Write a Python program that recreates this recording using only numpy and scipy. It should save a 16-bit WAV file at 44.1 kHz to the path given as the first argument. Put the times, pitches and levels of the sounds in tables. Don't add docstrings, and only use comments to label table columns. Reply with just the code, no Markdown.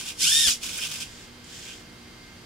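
import sys
import numpy as np
from scipy import signal
from scipy.fft import rfft, irfft, next_fast_len
from scipy.io import wavfile

SR = 44100
rng = np.random.default_rng(int(sys.argv[2]) if len(sys.argv) > 2 else 0)


def store_wav(level_fs):
    pcm = np.round(np.clip(np.atleast_2d(level_fs), -1, 1) * 32767)
    wavfile.write(sys.argv[1], SR, pcm.T.astype(np.int16))


N = 108045
T = np.arange(N) / SR

# frequency in Hz, relative strength in dB.
SLOW_COLOUR = [(200, -5.5), (400, -14), (700, -16), (1200, -11), (1550, -13), (2050, -9.5), (2550, 0.5),
               (3300, 0.5), (4100, -3), (5300, -1.5), (7900, -5), (10000, -7.5), (12000, -14), (15800, -17)]


def from_db(db):
    return 10 ** (np.asarray(db) / 20)


def rms_one(x):
    return x / np.sqrt(np.mean(x ** 2) + 1e-20)


def level(rows):
    s, db = np.transpose(rows)
    outside = np.maximum(0, np.maximum(s[0] - T, T - s[-1]))
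    return from_db(np.interp(T, s, db)) * np.exp(-outside / 0.0027)


def at_hz(points, hz):
    f, v = np.transpose(points)
    return np.interp(np.log(hz + 1e-3), np.log(f), v)


def equalise(x, curve_db):
    size = next_fast_len(N + SR // 2)
    hz = np.arange(size // 2 + 1) * SR / size
    return irfft(rfft(x, size) * from_db(curve_db(hz)), size)[..., :N]


def drift(rate):
    r = np.exp(-20 * np.pi * rate / SR)
    slow = signal.lfilter([1], [1, -2 * r, r * r], rng.standard_normal(N // 10 + 4002))[4000:]
    return np.interp(np.arange(N) / 10, np.arange(len(slow)), rms_one(slow))


def turns(hz):
    return 2 * np.pi * (np.cumsum(hz) / SR + rng.random())


def reflections(t60):
    t = T[:SR // 3]
    cloud = rng.standard_normal(len(t)) * from_db(-60 * t / t60) * (t > .0005)
    return cloud / np.sqrt(np.sum(cloud ** 2))


def stereo(mid, side):
    # frequency in Hz, gain of the side signal in dB.
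    width = [(60, -18), (125, -16.5), (250, -10.5), (700, -4.5), (1300, -2), (2400, -4.5), (4400, -2.5),
             (8000, 0), (15000, 1)]
    # frequency in Hz, left against right in dB.
    lean = [(60, -.3), (700, -1.5), (1300, -2), (2400, -3.5), (4400, -1), (8000, -1), (15000, 0.3)]
    side = equalise(side, lambda f: at_hz(width, f))
    left = equalise(mid + side, lambda f: at_hz(lean, f) / 2)
    right = equalise(mid - side, lambda f: -at_hz(lean, f) / 2)
    return np.array([left, right])


def housing(x, colour):
    # centre in Hz, width in Hz, boost in dB.
    resonances = [(1542, 79, 10.5), (2390, 150, 2.5), (2536, 70, 0.5), (3203, 100, 4), (3500, 99, 3.5),
                  (5240, 290, 4), (6830, 320, 3.5), (7870, 130, 5.5), (9700, 120, 1)]

    def curve_db(f):
        peaks = sum(db / (1 + (2 * (f - hz) / width) ** 2) for hz, width, db in resonances)
        low_cut = 10 * np.log10(1 + (colour[0][0] / (f + 1)) ** 4)
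        return at_hz(colour, f) + peaks - low_cut
    return rms_one(equalise(x, curve_db))


def contacts(per_s, spread_db, rub):
    sizes = from_db(spread_db * np.minimum(rng.exponential(1, (2, N)), 4))
    signs = rng.choice([-1, 1], (2, N))
    hits = rng.random((2, N)) < per_s / SR
    return rms_one(sizes * signs * hits) + rub * rng.standard_normal((2, N))


def background():
    # frequency in Hz, relative strength in dB.
    air_colour = [(13, -24), (22, -3.5), (109, 0), (143, -4.5), (178, -4), (210, -7), (241, -2),
                  (269, -10.5), (300, -8), (396, -8), (467, -13), (832, -14), (2120, -15), (4710, -17),
                  (15800, -36.5)]
    # middle frequency in Hz, middle level in dB.
    hum_tones = [(120, -67), (179, -64), (239, -58.5), (300.5, -62.5), (360, -64.5), (479.5, -65.5),
                 (1583, -67.5), (2109, -62.5), (3163, -66), (4576, -68.5), (4748, -65.5)]
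    air_db, waver_hz, flutter_db = -49, 1.7, 2.06
    air = [rms_one(equalise(rng.standard_normal(N), lambda f: at_hz(air_colour, f))) for _ in range(2)]
    hum = 0
    for hz, db in hum_tones:
        size = np.sqrt(2) * from_db(db + flutter_db * drift(2.8))
        hum = hum + size * np.exp(1j * turns(hz + waver_hz * drift(3.52)))
    return stereo(from_db(air_db) * air[0] + hum.real, from_db(air_db) * air[1] + 0.94 * hum.imag)


def slow_moves():
    # time in seconds, level in dB before the trim below.
    twitch = [(0.0, -33), (0.042, -41), (0.086, -32.5), (0.102, -32.5), (0.15, -53.5)]
    opening = [(0.6, -51), (0.644, -30), (0.684, -36.5), (0.77, -34), (0.78, -31), (0.802, -35),
               (0.834, -29), (0.884, -35.5), (0.956, -34), (0.994, -39.5), (1.024, -34.5), (1.09, -60)]
    # start and end in seconds, level in dB, rise and fall in seconds.
    creeps = [(1.033, 1.304, -50.5, .03, 0.07), (1.416, 1.866, -45, 0.13, 0.18)]
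    # frequency in Hz, relative strength in dB.
    creep_colour = [(800, -22), (1300, -29), (1700, -3.5), (2200, -7.5), (3000, -0.5), (3900, -3.5),
                    (7700, -5), (9000, -11.5), (12000, -19), (15800, -23)]
    # time in seconds, gain of the treble in dB.
    treble_gain = [(.1, -3), (.6, -3), (.65, 4), (.7, -6), (.785, 6), (.85, 2), (.95, -5), (1.03, -12),
                   (1.1, -6)]
    twitch_trim_db, opening_trim_db = -2, -1
    treble_above_hz = 17500

    rasp = housing(contacts(1500, spread_db=-0.5, rub=1.0) * from_db(1.5 * drift(47)), SLOW_COLOUR)
    treble = equalise(rasp, lambda f: -20 * np.log10(1 + (treble_above_hz / (f + 1)) ** 6))
    rasp = rasp + treble * (from_db(np.interp(T, *np.transpose(treble_gain))) - 1)
    load = from_db(twitch_trim_db) * level(twitch) + from_db(opening_trim_db) * level(opening)

    creep = housing(contacts(2500, spread_db=-1.0, rub=0.99), creep_colour)
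    effort = 0
    for start, end, db, rise, fall in creeps:
        ramp = np.minimum((T - start) / rise, (end - T) / fall)
        effort = effort + from_db(db) * np.clip(ramp, 0, 1)
    return rasp * load + creep * effort


def chatter():
    # start in seconds, length in seconds, peak level in dB, centre of the band in Hz.
    runs = [(0.058, 0.068, -41, 3000), (0.497, 0.046, -28, 6000), (0.631, 0.024, -38, 6560),
            (.772, 0.019, -36.5, 10000), (0.776, 0.027, -39.5, 1680), (.808, 0.058, -33.5, 2740),
            (1.014, 0.031, -40, 2900), (1.44, 0.011, -48.5, 7000), (1.638, 0.13, -46.5, 2780)]
    band_octaves = 0.65
    slips = housing(contacts(850, spread_db=3.5, rub=0.75), SLOW_COLOUR)
    out = 0
    for s, length, db, hz in runs:
        edges = np.minimum(hz * 2 ** (np.array([-.5, .5]) * band_octaves), SR / 2 - 1)
        band = rms_one(signal.sosfilt(signal.butter(2, edges, "band", fs=SR, output="sos"), slips))
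        swell = np.sin(np.pi * np.clip((T - s) / length, 0, 1))
        out = out + band * from_db(db) * swell
    return out


def whine(mesh, mesh_hz):
    # frequency in Hz, middle level in dB of a harmonic there at the reference gear level.
    gearbox = [(1000, -66), (1400, -45.5), (1800, -39.5), (2300, -37), (2850, -28.5), (3700, -27.5),
               (4200, -32.5), (5300, -30.5), (5600, -36), (6100, -33), (7300, -35.5), (9200, -39),
               (11000, -40.5)]
    smears = [9, 20, 50, 50, 90, 140]
    flutter_db, sings_above_hz = 3.5, 1220
    singing = 1 / np.sqrt(1 + (sings_above_hz / mesh_hz) ** 8)
    tones = 0
    for k, smear in enumerate(smears, 1):
        size = np.sqrt(2) * from_db(at_hz(gearbox, k * mesh_hz) + flutter_db * drift(88))
        tones = tones + size * np.sin(k * mesh + turns(smear * drift(167)))
    return singing * tones


def closing():
    # time in seconds, rate in Hz.
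    mesh_rate = [(.17, 560), (.22, 1000), (.248, 1180), (.268, 1396), (.298, 1650), (.315, 1735),
                 (.345, 1808), (.41, 1858), (.435, 1825), (.462, 1720), (.485, 1540), (.502, 1390),
                 (.58, 800)]
    # time in seconds, level in dB before the trims below.
    gear_level = [(.15, -51), (.175, -44.5), (.2, -29.5), (.225, -20.5), (.25, -21), (.4, -21),
                  (.465, -22.5), (.49, -20.5), (.515, -24.5), (.55, -34.5), (.6, -58)]
    # frequency in Hz, relative strength in dB.
    fast_colour = [(55, -17), (85, -5.5), (140, -24), (250, -23), (600, -30.5), (1100, -19.5),
                   (1450, -19.5), (2100, -12.5), (2600, -2.5), (3100, 2), (3600, -0.5), (4050, -2.5),
                   (4700, 0), (5600, 3.5), (6400, -1.5), (7500, -1), (9800, -2), (12000, -10.5),
                   (15800, -21)]
    rattle_trim_db, whine_side_db = -2.5, -3
    whine_reference_db = -21
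    pinion_teeth = 12
    sway_rad, sway_depth = .2, .15

    mesh_hz = np.interp(T, *np.transpose(mesh_rate))
    mesh = turns(mesh_hz)
    shaft = np.sin(mesh / pinion_teeth)
    swayed = mesh + sway_rad * shaft
    tones = np.array([whine(swayed, mesh_hz), from_db(whine_side_db) * whine(swayed, mesh_hz)])
    pulsing = (1 + 0.27 * np.cos(mesh)) * (1 + sway_depth * shaft)
    rattle = housing(contacts(5000, spread_db=0.5, rub=0.93) * pulsing, fast_colour)
    return level(gear_level) * (from_db(rattle_trim_db) * rattle + from_db(-whine_reference_db) * tones)


def thuds():
    # start in seconds, level in dB before the soft rise and decay, pitch in Hz.
    thud_rows = [(.236, -27, 162), (0.456, -32, 187), (.84, -34, 147), (.878, -29.5, 155.5),
                 (1.015, -38, 149)]
    t60_s, rise_s = .09, .012
    out = np.zeros(N)
    for s, db, hz in thud_rows:
        age = np.maximum(T - s, 0)
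        shape = from_db(db - 60 * age / t60_s) * (1 - np.exp(-age / rise_s))
        out += shape * np.sin(2 * np.pi * hz * age)
    return out


def knocks():
    # time in seconds, starting level in dB.
    knock_rows = [(0.248, -35), (0.472, -20.5), (0.48, -26), (0.488, -25.5), (.496, -50), (.915, -32)]
    # frequency in Hz, relative strength in dB.
    knock_colour = [(60, -8), (200, -14.5), (450, -16), (900, -18), (1500, -12.5), (3000, 0), (7000, -10.5),
                    (15000, -21)]
    t60_s = 0.054
    envelope = np.zeros(N)
    for s, db in knock_rows:
        envelope += (T >= s) * from_db(db - 60 * np.abs(T - s) / t60_s)
    noise = equalise(rng.standard_normal((2, N)), lambda f: at_hz(knock_colour, f))
    return envelope * rms_one(noise)


def with_echoes(x):
    near = from_db(-12) * reflections(0.15)
    room = from_db(-11.5) * reflections(0.18)
    return x + signal.fftconvolve(x, near + room)[:N]


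def scene():
    gripper = slow_moves() + chatter() + closing() + thuds() + knocks()
    mid, side = (with_echoes(x) for x in gripper)
    side_trim_db = -0.5
    return stereo(mid, from_db(side_trim_db) * side) + background()


def record(dry):
    return signal.sosfilt(signal.ellip(12, .1, 80, 15750, fs=SR, output="sos"), dry)


dry = scene()
out = record(dry)
store_wav(out)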